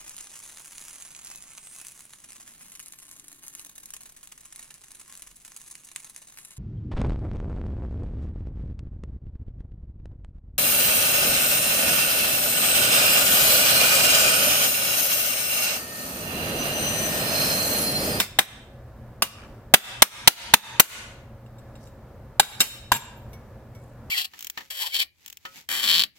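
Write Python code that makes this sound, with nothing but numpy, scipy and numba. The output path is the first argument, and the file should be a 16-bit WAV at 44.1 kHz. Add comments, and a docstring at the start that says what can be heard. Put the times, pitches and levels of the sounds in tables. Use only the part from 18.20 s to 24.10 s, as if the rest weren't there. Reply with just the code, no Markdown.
"""A steel dosing cup knocks on a portafilter at an espresso machine, then slides off, clinks and is set down.
Each blow is a noise crack, a thud and the ringing modes of the struck piece. A small glass lands and rocks,
a faint, very high whistle glides and a small tool tinks. The close blows overload the microphone; its gain
control ducks the room and lets it swell back. Machine hum, ventilation and a thin hiss lie underneath."""
import sys
import numpy as np
from scipy import signal
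from scipy.fft import rfft, irfft
from scipy.io import wavfile
from scipy.ndimage import uniform_filter1d
from numba import njit

SR = 44100
rng = np.random.default_rng(int(sys.argv[2]) if len(sys.argv) > 2 else 0)


def output_pcm(signal):
    """Save a mono or channel-first signal as 16-bit PCM at the path in sys.argv[1].

    Samples are clipped to [-1, 1] before scaling.
    """
    pcm = np.clip(np.atleast_2d(signal).T, -1, 1) * 32767
    wavfile.write(sys.argv[1], SR, np.round(pcm).astype(np.int16))


N = 260190
T = np.arange(N) / SR

# Blows. Each row: start in seconds, level in dB, thud pitch in Hz, thud level in dB relative to the crack.
CUP_KNOCKS = [(0.0, -17.5, 1080, -2), (0.1877, -10.5, 776, 5.5), (1.5384, 3.5, 738, 2),
              (1.5445, 4, 1581, -4), (1.8208, 6, 966, -7), (2.0746, 8.5, 954, -6), (2.3373, 3, 900, 3),
              (2.5974, 10.5, 1040, -12)]  # on the portafilter
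CUP_SEATING = [(1.0211, -15.3, 1141, 1)]  # into the basket rim
CUP_CLINKS = [(3.262, -68, 2780, 16), (3.384, -62, 902, -6), (3.554, -60, 2730, 10), (3.671, -61, 2730, -8),
              (4.1965, -10, 817, 10), (4.229, -27, 1400, 12), (4.404, -12, 1576, -3),
              (4.412, -13, 1570, -10)]  # loose, bouncing
GLASS_LANDING = [(4.7178, -12.5, 977, 13), (4.7215, -19, 1590, 16)]  # one edge, then flat
TOOL_TINKS = [(5.131, -49.5, 2160, -5), (5.549, -55.5, 2170, -10)]  # against the rim

# Modes of the struck pieces. Each row: frequency in Hz, level in dB, t60 in seconds.
PORTAFILTER_MODES = [(205, -25.5, .16), (1616, -3.5, .035), (2096, -4, .04), (2727, -5, .04),
                     (3130, -1.5, .04), (3400, -2.5, .04), (3660, 1, 0.034), (3781, -4.5, 0.065),
                     (6310, -13.5, 0.045), (8004, -12.5, .04), (9130, -12.5, .04), (9500, -10.5, 0.02),
                     (13040, -9, 0.06)]
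RIM_MODES = [(701, -8.5, .03), (1480, -10, 0.06), (2010, -10, .04), (2710, -7.5, .06), (2800, -12, 0.16),
             (2900, -11.5, 0.19), (2970, -4.5, .07), (3780, -15, .15), (4716, -2, 0.045), (5270, -2, 0.04),
             (5800, -1.5, .035), (7440, -12.5, .08), (9162, -1, 0.05), (10370, -2.5, .04),
             (11750, -6.5, .05)]
CUP_MODES = [(1664, -8, .035), (2400, -9, 0.024), (2760, -11.5, .11), (2910, -11, .05), (3765, -1, 0.035),
             (3777, -18, .45), (3786, -22, .4), (5405, -7, .1), (7320, -4, .06), (7410, -1, .06),
             (7620, -5, .1), (7960, -3, .02), (8350, -16.5, .08), (9340, -17, .06), (12700, -14, .08)]  # the close pair beats
GLASS_MODES = [(137, -18, 0.09), (210, -24, .12), (923, -16.5, 0.17), (1650, -8.5, 0.037), (2790, -14, .1),
               (3700, -5, 0.035), (5750, -28, .08), (7405, -2, 0.07), (8400, -16, 0.046),
               (12845, -11, 0.11)]  # includes the boom of the tray
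TOOL_MODES = [(2220, 0, 0.25), (3418, -12, .16), (5599, -5, 0.16), (12748, -10, .12)]

# Metal sliding on metal. Each row: peak time in seconds, half-width in seconds, level in dB, centre in Hz.
METAL_SLIDES = [(1.222, .05, -48.5, 1430), (3.645, 0.043, -60, 5970), (4.332, 0.018, -36.5, 2800),
                (4.401, .004, -32, 5500), (5.629, 0.089, -68, 7000)]
# Room decay. Each row: frequency in Hz, t60 in seconds.
ROOM_DECAY = [(200, 0.41), (1000, 0.64), (3000, 0.54), (7000, 0.46), (14000, 0.23)]
# Mains and fan lines. Each row: frequency in Hz, rms level in dB.
HUM_LINES = [(59.5, -56.5), (119.6, -50.5), (212, -63.5), (223, -62), (550, -61.5), (1710, -74)]
# Noise spectra. Each row: frequency in Hz, relative spectral density in dB.
CRACK_SPECTRUM = [(25, -26.5), (90, -17.5), (200, -2.5), (380, -5.5), (700, -4), (1500, 0), (3200, -1),
                  (4400, -5), (6500, -5), (8500, -3.5), (11000, -5), (13500, -2), (16000, -7.5)]
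VENT_SPECTRUM = [(15, -35.5), (25, -8.5), (123, -4), (175, -16.5), (223, -10), (270, -16.5), (416, -19),
                 (451, -18), (545, -16), (796, -22), (1610, -30.5), (1740, -32.5), (3080, -44.5),
                 (7110, -51.5), (16000, -53.5)]
HISS_SPECTRUM = [(12500, -59.5), (13500, -8.5), (14080, -0.5), (14500, -7.5), (16000, -16.5)]


def cup_knocks():
    """The cup strikes the portafilter, whose modes die fast."""
    hits = contacts(CUP_KNOCKS, tilt_db_oct=-1.3, ring_db=-1.8, crack_t60_s=.07,
                    dulling=.07, ring_share=.55, damping=.42, choke=.28)
    return blows(hits, PORTAFILTER_MODES, clatter_db=-9, clatter_t60_s=.2, thud_t60_s=.026, detune=.02)


def cup_seating():
    """The cup settles into the basket and rings its rim."""
    hits = contacts(CUP_SEATING, tilt_db_oct=-1.4, ring_db=1.2, crack_t60_s=.085)
    return blows(hits, RIM_MODES, clatter_db=-11, clatter_t60_s=.22, thud_t60_s=.046, detune=.002)


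def cup_clinks():
    """The loose cup bounces and rings."""
    hits = contacts(CUP_CLINKS, tilt_db_oct=-.9, ring_db=3.5, crack_t60_s=.075, dulling=.13, choke=.08)
    return blows(hits, CUP_MODES, clatter_db=-6.5, clatter_t60_s=.31, thud_t60_s=.029, detune=.0015)


def glass(rock_start_s=4.729, gap_s=.0095, first_db=-21, loss_db=1.2, thud_hz=920, thud_db=-4):
    """A glass lands, then rocks to rest in almost evenly spaced, weakening taps."""
    taps = [(rock_start_s + gap_s * (k + .08 * jitter), first_db - loss_db * k, thud_hz, thud_db)
            for k, jitter in enumerate(rng.standard_normal(5))]
    hits = contacts(GLASS_LANDING, tilt_db_oct=-1.5, ring_db=-4, crack_t60_s=.055)
    hits += contacts(taps, tilt_db_oct=-1.6, ring_db=7.5, crack_t60_s=.055)
    return blows(hits, GLASS_MODES, clatter_db=-8.5, clatter_t60_s=.19, thud_t60_s=.019, detune=.0014)


def tool_tinks():
    """A small tool touches the rim and rings."""
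    hits = contacts(TOOL_TINKS, tilt_db_oct=-.2, ring_db=1.5, crack_t60_s=.09)
    return blows(hits, TOOL_MODES, clatter_db=-12, clatter_t60_s=.17, thud_t60_s=.05, detune=.003)


def contacts(rows, tilt_db_oct, ring_db, crack_t60_s, dulling=.12, ring_share=0, damping=0, choke=0):
    """Squarer blows (more thud) are duller and ring more; harder ones press home, damping crack and ring."""
    hits = []
    for start_s, level_db, thud_hz, thud_db in rows:
        hit_tilt_db_oct = tilt_db_oct - dulling * thud_db
        hit_ring_db = ring_db + ring_share * thud_db - choke * level_db
        hit_t60_s = crack_t60_s * undb(-damping * level_db)
        hits.append((start_s, level_db, thud_hz, thud_db, hit_tilt_db_oct, hit_ring_db, hit_t60_s))
    return hits


def blows(hits, modes, clatter_db, clatter_t60_s, thud_t60_s, detune):
    """Each blow: a crack scattered by the machine's panels, a thud, and modes detuned by the grip."""
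    out, t = np.zeros((2, N)), T[:SR]
    onset = 1 - np.exp(-t / .0007)  # near reflections build up
    for start_s, level_db, thud_hz, thud_db, tilt_db_oct, ring_db, crack_t60_s in hits:
        envelope = fade(t, crack_t60_s) + undb(clatter_db) * fade(t, clatter_t60_s)
        crack = envelope * noise(len(t), CRACK_SPECTRUM, tilt_db_oct, ragged_db=4)
        thud = undb(thud_db) * ring(t, thud_hz, thud_t60_s)
        body = np.zeros_like(crack)
        for hz, mode_db, t60_s in modes:
            shift, scatter_db = rng.standard_normal(2)
            gain = undb(ring_db + mode_db + scatter_db + tilt_db_oct * np.log2(hz / 4000))
            body += gain * ring(t, hz * (1 + detune * shift), t60_s)
        add(out, undb(level_db) * onset * (crack + thud + body), start_s)
    return out


def ring(t, hz, t60_s, right_lag_s=.00009):
    """One struck mode; it reaches the left channel first."""
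    age_s = np.maximum(t - np.array([[0], [right_lag_s]]), 0)
    return np.sin(2 * np.pi * hz * age_s) * fade(age_s, t60_s)


def slides(grain_db=4, skirt_db=-24):
    """Metal on metal: short swells of gritty friction around one broad resonance."""
    out, t = np.zeros((2, N)), T[:SR] - .5
    for peak_s, half_width_s, level_db, hz in METAL_SLIDES:
        swell = np.exp(-(t / half_width_s) ** 2)
        grit = unit(undb(grain_db * wander(360)[:len(t)]))
        band = [(hz / 16, 2 * skirt_db), (hz / 4, skirt_db), (hz, 0),
                (hz * 4, skirt_db), (hz * 16, 2 * skirt_db)]
        add(out, undb(level_db) * swell * grit * noise(len(t), band, ragged_db=6), peak_s + t[0])
    return out


def thin_whistle(start_s=4.87, rise_s=.19, fall_s=.095, base_hz=12700, climb_hz=2300,
                 level_db=-73, flicker_db=6):
    """A faint, broken, very high whistle that glides up and back down."""
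    glide = np.interp(T, start_s + np.cumsum([0, rise_s, fall_s]), [0, 1, 0])
    pitch_hz = (base_hz + climb_hz * glide) * (1 + .015 * wander(900))
    return undb(level_db + flicker_db * wander(60)) * (glide > 0) * sine(pitch_hz)


def room(x, level_db=-16.5, build_s=.012):
    """Diffuse tail; the top treble dies first."""
    t, f = T[:SR], np.fft.rfftfreq(SR, 1 / SR)
    band_hz, band_t60_s = np.transpose(ROOM_DECAY)
    white = rfft(noise(SR, [(100, 0), (16000, 0)]))
    tail = np.zeros((2, SR))
    for band, t60_s in zip(np.eye(len(band_hz)), band_t60_s):
        weight = np.interp(np.log(f + 1), np.log(band_hz), band)
        tail += irfft(white * weight, SR) * fade(t, t60_s)
    tail *= 1 - np.exp(-t / build_s)
    tail /= np.sqrt(np.sum(tail[0] ** 2))
    return undb(level_db) * signal.fftconvolve(x, tail, axes=1)[:, :N]


def machine_hum(waver_db=2, drift=.005):
    """Mains and fan lines, wavering in level and pitch."""
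    hum = np.zeros(N)
    for hz, rms_db in HUM_LINES:
        amplitude = np.sqrt(2) * undb(rms_db + waver_db * wander(6))
        hum += amplitude * sine(hz * (1 + drift * wander(90)))
    return hum


def ventilation(level_db=-45.5, waver_db=.8):
    """Low rumble of moving air."""
    return undb(level_db + waver_db * wander(5)) * noise(N, VENT_SPECTRUM, wide_hz=5000)


def hiss(level_db=-74.5):
    """Thin, steady hiss near 14 kHz."""
    return undb(level_db) * noise(N, HISS_SPECTRUM)


def gain_control(x, limit_db=-8, react_s=.0055, attack_s=.0047, hold_s=.071, release_s=.068):
    """Ducks overloads late, so the first milliseconds of a blow pass at full gain."""
    peak_db = 20 * np.log10(np.abs(x).max(axis=0) + 1e-9)
    over_db = np.maximum(peak_db - limit_db, 0)
    cut_db = duck(over_db, hold_s * SR, release_s * SR, attack_s * SR)
    return x * undb(-np.interp(T - react_s, T, cut_db, left=0))


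@njit
def duck(over_db, hold_samples, release_samples, attack_samples):
    """Gain reduction in dB: follows each overload, holds, releases."""
    cut_db = np.empty(len(over_db))
    held_db, smooth_db, age = 0., 0., 0
    for i in range(len(over_db)):
        age += 1
        if over_db[i] > held_db:
            held_db, age = over_db[i], 0
        elif age > hold_samples:
            held_db -= held_db / release_samples
        smooth_db += (held_db - smooth_db) / attack_samples
        cut_db[i] = smooth_db
    return cut_db


def noise(size, spectrum, tilt_db_oct=0, ragged_db=0, wide_hz=2800, spacing_hz=110):
    """Shaped stereo noise, rms 1, with optional crowded resonances; the channels agree in the bass only."""
    f = np.maximum(np.fft.rfftfreq(size, 1 / SR), 1)
    hz, db = np.transpose(spectrum)
    shape_db = np.interp(np.log(f), np.log(hz), db) + tilt_db_oct * np.log2(np.maximum(f / 700, 1))
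    peaks = np.interp(f / spacing_hz, np.arange(400), rng.standard_normal(400)) * np.minimum(f / 3000, 1)
    mid, side = rfft(rng.standard_normal((2, size)))
    width = np.clip(.067 + f / wide_hz, 0, 1)
    stereo = mid + width * side * np.array([[1], [-1]])
    return unit(irfft(undb(shape_db + ragged_db * peaks) * stereo, size))


def wander(rate_hz):
    """Smooth random curve, spread near 1."""
    step = int(SR / rate_hz)
    stairs = np.repeat(rng.standard_normal(N // step + 1), step)
    return 1.2 * uniform_filter1d(stairs, step)[:N]


def sine(hz):
    """Sine along a pitch curve."""
    return np.sin(2 * np.pi * np.cumsum(hz) / SR)


def fade(t, t60_s):
    """Exponential decay, 60 dB down at t60_s."""
    return np.exp(-np.log(1000) * t / t60_s)


def undb(db):
    """Decibels to gain."""
    return 10 ** (np.asarray(db) / 20)


def unit(x):
    """Scale to rms 1."""
    return x / np.sqrt(np.mean(x ** 2))


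def add(out, x, start_s):
    """Mix x into out from start_s."""
    i = max(int(start_s * SR), 0)
    out[:, i:i + x.shape[1]] += x[:, :N - i]


def scene():
    """Handling noises and the whistle in the room, over the background."""
    direct = cup_knocks() + cup_seating() + cup_clinks() + glass() + tool_tinks()
    direct += slides() + thin_whistle()
    return direct + room(direct) + machine_hum() + ventilation() + hiss()


def record(dry):
    """Gain control, hard clip just above full scale, steep low-pass."""
    clipped = np.clip(gain_control(dry), -1.1, 1.1)
    lowpass = signal.ellip(10, .2, 90, 15900, fs=SR, output="sos")
    return signal.sosfilt(lowpass, clipped)


dry = scene()
out = record(dry)
output_pcm(out)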